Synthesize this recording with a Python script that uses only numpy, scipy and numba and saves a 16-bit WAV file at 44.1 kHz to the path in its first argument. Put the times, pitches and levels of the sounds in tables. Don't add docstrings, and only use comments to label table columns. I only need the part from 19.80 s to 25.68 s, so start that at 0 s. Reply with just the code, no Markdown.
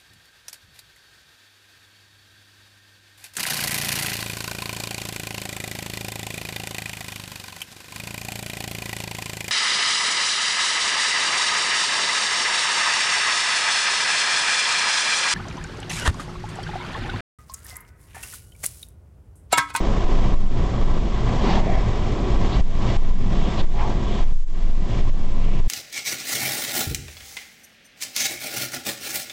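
import sys
import numpy as np
from scipy import signal
from scipy.fft import rfft, irfft
from scipy.io import wavfile
from scipy.ndimage import uniform_filter1d
from numba import njit

SR = 44100
rng = np.random.default_rng(int(sys.argv[2]) if len(sys.argv) > 2 else 0)


def int16_out(signal):
    q = np.round(np.clip(np.atleast_2d(signal).T, -1, 1) * 32767)
    wavfile.write(sys.argv[1], SR, q.astype(np.int16))


N = 259308


def undb(db):
    return 10 ** (np.asarray(db) / 20)


def seconds():
    return np.arange(N) / SR


def walk(rate_hz):
    hold_samples = int(SR / rate_hz)
    held = rng.standard_normal(N)[np.arange(N) // hold_samples]
    slewed = uniform_filter1d(held, hold_samples)
    return 1.3 * uniform_filter1d(slewed, hold_samples)


def bins():
    return np.maximum(np.arange(N // 2 + 1), 1) * SR / N


def slope(points):
    hz, db = np.transpose(points)
    return np.interp(np.log(bins()), np.log(hz), db)


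def bell(x, centre, width):
    return np.exp(-2 * ((x - centre) / width) ** 2)


def below(hz, order):
    return 1 / np.sqrt(1 + (bins() / hz) ** (2 * order))


def above(hz, order):
    return 1 / np.sqrt(1 + (hz / bins()) ** (2 * order))


def noise(gain):
    spectrum = rfft(rng.standard_normal(N)) * gain
    return irfft(spectrum, N) * np.sqrt(SR / 2)


def background_hiss():
    # f/Hz, level/dB per Hz
    floor = [(300, -99), (3000, -95), (4600, -96.5), (7500, -95.5)]
    return noise(undb(slope(floor)))


def engine(wander=.02, waver_db=-4.0):
    centre_hz, rms_db = 112.4, -39.5
    hz = centre_hz * (1 + wander * walk(10))
    level = undb(rms_db + waver_db * walk(3.7))
    return level * np.sqrt(2) * np.sin(2 * np.pi * np.cumsum(hz) / SR)


def gusts():
    # t/s, envelope standard deviation/s, f/Hz, width/Hz, level/dB
    bursts = [(1.678, 0.08, 209, 69.4, -24), (1.714, 0.057, 1840, 4600, -31.5),
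              (1.739, 0.077, 800, 400, -27), (1.92, 0.11, 2010, 590, -42), (1.923, 0.055, 670, 202, -27.5),
              (2.466, 0.13, 331, 160, -30), (2.737, 0.019, 3570, 1700, -37), (3.37, 0.079, 191, 90, -22),
              (3.64, 0.07, 3300, 900, -45), (3.801, 0.015, 3550, 1700, -35.5),
              (4.004, 0.022, 1880, 1600, -29.5), (4.021, 0.058, 874, 396, -24),
              (4.34, 0.099, 3270, 800, -46), (5.654, 0.096, 395, 110, -38), (5.72, 0.1, 2500, 894, -46)]
    out = np.zeros(N)
    for centre_s, sigma_s, hz, width_hz, db in bursts:
        band = noise(bell(bins(), hz, width_hz))
        envelope = bell(seconds(), centre_s, 2 * sigma_s)
        out += undb(db) * band / band.std() * envelope
    return out


def buffet(wander=.12):
    # t/s, initial swing amplitude/dB, ring-out t60/s
    surges = [(0.233, -3.5, 1.4), (0.535, -2.5, 3.3), (.654, -1, .48), (1.019, -4, 0.76), (1.792, -5, 0.49),
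              (2.805, 9, 0.57), (3.162, 5.5, 0.9), (3.302, 5.5, 0.84), (3.81, -0.5, 1.2), (3.842, 11, 0.57),
              (4.4, -3.5, 1.5), (4.435, 7.5, 3.96), (4.521, 18, 2.5), (4.555, 23.5, .62), (4.822, 7, 0.81),
              (4.905, 7.5, 0.55), (5.201, -1, 0.67), (5.292, 5.5, 0.54), (5.407, -0.5, 1.57),
              (5.796, 2, 0.77)]
    centre_hz, width_hz, rest_db, takeover_s = 17.2, 7.5, -20, .016
    swing = np.zeros(N)
    turns = np.cumsum(centre_hz * (1 + wander * walk(18))) / SR
    for onset_s, db, t60_s in surges:
        age_s = np.maximum(seconds() - onset_s, 0)
        start = np.argmax(age_s > 0)
        push = np.copysign(1, swing[start] - swing[start - 1])
        decay = np.exp(-np.log(1000) * age_s / t60_s)
        ring = push * undb(db) * decay * np.sin(2 * np.pi * (turns - turns[start]))
        swing += np.minimum(age_s / takeover_s, 1) * (ring - swing)
    stir = noise(bell(bins(), centre_hz, width_hz))
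    return swing + undb(rest_db) * stir / stir.std()


def churning(swing):
    level_off_db, settle_s = -8, 0.09
    keep = np.exp(-1 / (settle_s * SR))
    size = signal.lfilter([1 - keep], [1, -keep], np.abs(swing))
    return np.tanh(size / undb(level_off_db))


def rush(swing, shared_db=0.25, flicker_db=.5, flutter_db=0.91, lowest_hz=30):
    # t/s, strength/dB
    flow = [(0, 1), (.38, 1), (.65, -3), (.9, -0.34), (1.2, -2.5), (1.55, 2.4), (1.72, 3), (1.85, -0.4),
            (2.55, .3), (2.8, 2), (3.2, 2), (3.6, -0.5), (4.0, 4.5), (4.2, -3.5), (4.45, 1.5), (4.8, 4),
            (5.15, -2), (5.75, -3)]
    # f/Hz, level/dB per Hz
    air = [(30, -35.5), (65, -45.5), (140, -52), (280, -56), (500, -61.5), (900, -67), (1450, -78),
           (2600, -77), (4500, -82), (7400, -89)]
    # f/Hz, width/Hz, lift/dB
    cabin = [(45.4, 17, 5), (115.6, 14.5, 8), (193.6, 60.6, 5.5), (341.3, 15, 5.5), (395.6, 45, 4.5),
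             (567, 62, 3), (677, 37, 3.5), (743, 110, 4), (997.5, 72, 8.5), (1120, 111, 9), (1302, 110, 5),
             (1578, 51, 4), (1966, 47, 4), (1820, 690, 3.5), (2280, 86, 2.5), (2845, 64, 4),
             (3220, 250, 3.5), (3540, 430, 2.5), (5370, 130, 3)]
    # level/dB, follow/dB per dB of airflow, lift at full churning/dB,
    # drift as the car leaves the bend/dB per s
    eddies = [(-2, 0.48, 5, -0.14), (0.61, 1.05, -0.44, -.5), (-1, 1.2, 1, .1)]
    rumble_top_hz, hiss_from_hz = 275, 1680

    resonances_db = sum(db * bell(bins(), hz, width_hz) for hz, width_hz, db in cabin)
    colour = undb(slope(air) + resonances_db)
    bands = (above(lowest_hz, order=4) * below(rumble_top_hz, order=4),
             above(rumble_top_hz, order=4) * below(hiss_from_hz, order=4),
             above(hiss_from_hz, order=4))
    t = seconds()
    flow_s, strength_db = np.transpose(flow)
    flow_db = np.interp(t, flow_s, strength_db)
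    churn = churning(swing)
    surge_db = shared_db * walk(24.91) + flutter_db * walk(220)
    out = np.zeros(N)
    for band, (db, follow, lift_db, drift_db_per_s) in zip(bands, eddies):
        level_db = db + follow * flow_db + lift_db * churn + drift_db_per_s * t
        out += noise(colour * band) * undb(level_db + surge_db + flicker_db * walk(50))
    return out


@njit
def hold(size, fall):
    out, e = np.empty(len(size)), 0.
    for i in range(len(size)):
        e = max(size[i], e * fall)
        out[i] = e
    return out


def gain_control(pressure):
    ceiling_db, release_db_per_s, attack_s = -9.5, 74.5, 0.0026
    attack = max(1, int(attack_s * SR))
    slow = uniform_filter1d(pressure, attack)
    peak = hold(np.abs(slow), float(undb(-release_db_per_s / SR)))
    return uniform_filter1d(np.minimum(1, undb(ceiling_db) / (peak + 1e-9)), attack)


def brief_dip():
    # t/s, width/s, depth/dB
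    centre_s, width_s, depth_db = (4.658, .02, -10)
    return undb(depth_db * bell(seconds(), centre_s, width_s))


def scene():
    swing = buffet()
    return (rush(swing) + gusts() + swing + engine())[None]


def record(dry):
    soft_top_hz, top_hz, fade_s = 7736, 8600, .006
    sound = (dry * gain_control(dry[0]) + background_hiss()) * brief_dip()
    t = seconds()
    fade = np.minimum(np.minimum(t, t[::-1]) / fade_s, 1)
    top_cut = below(soft_top_hz, order=18) * below(top_hz, order=60)
    return irfft(rfft(sound * fade) * top_cut, N)


dry = scene()
out = record(dry)
int16_out(out)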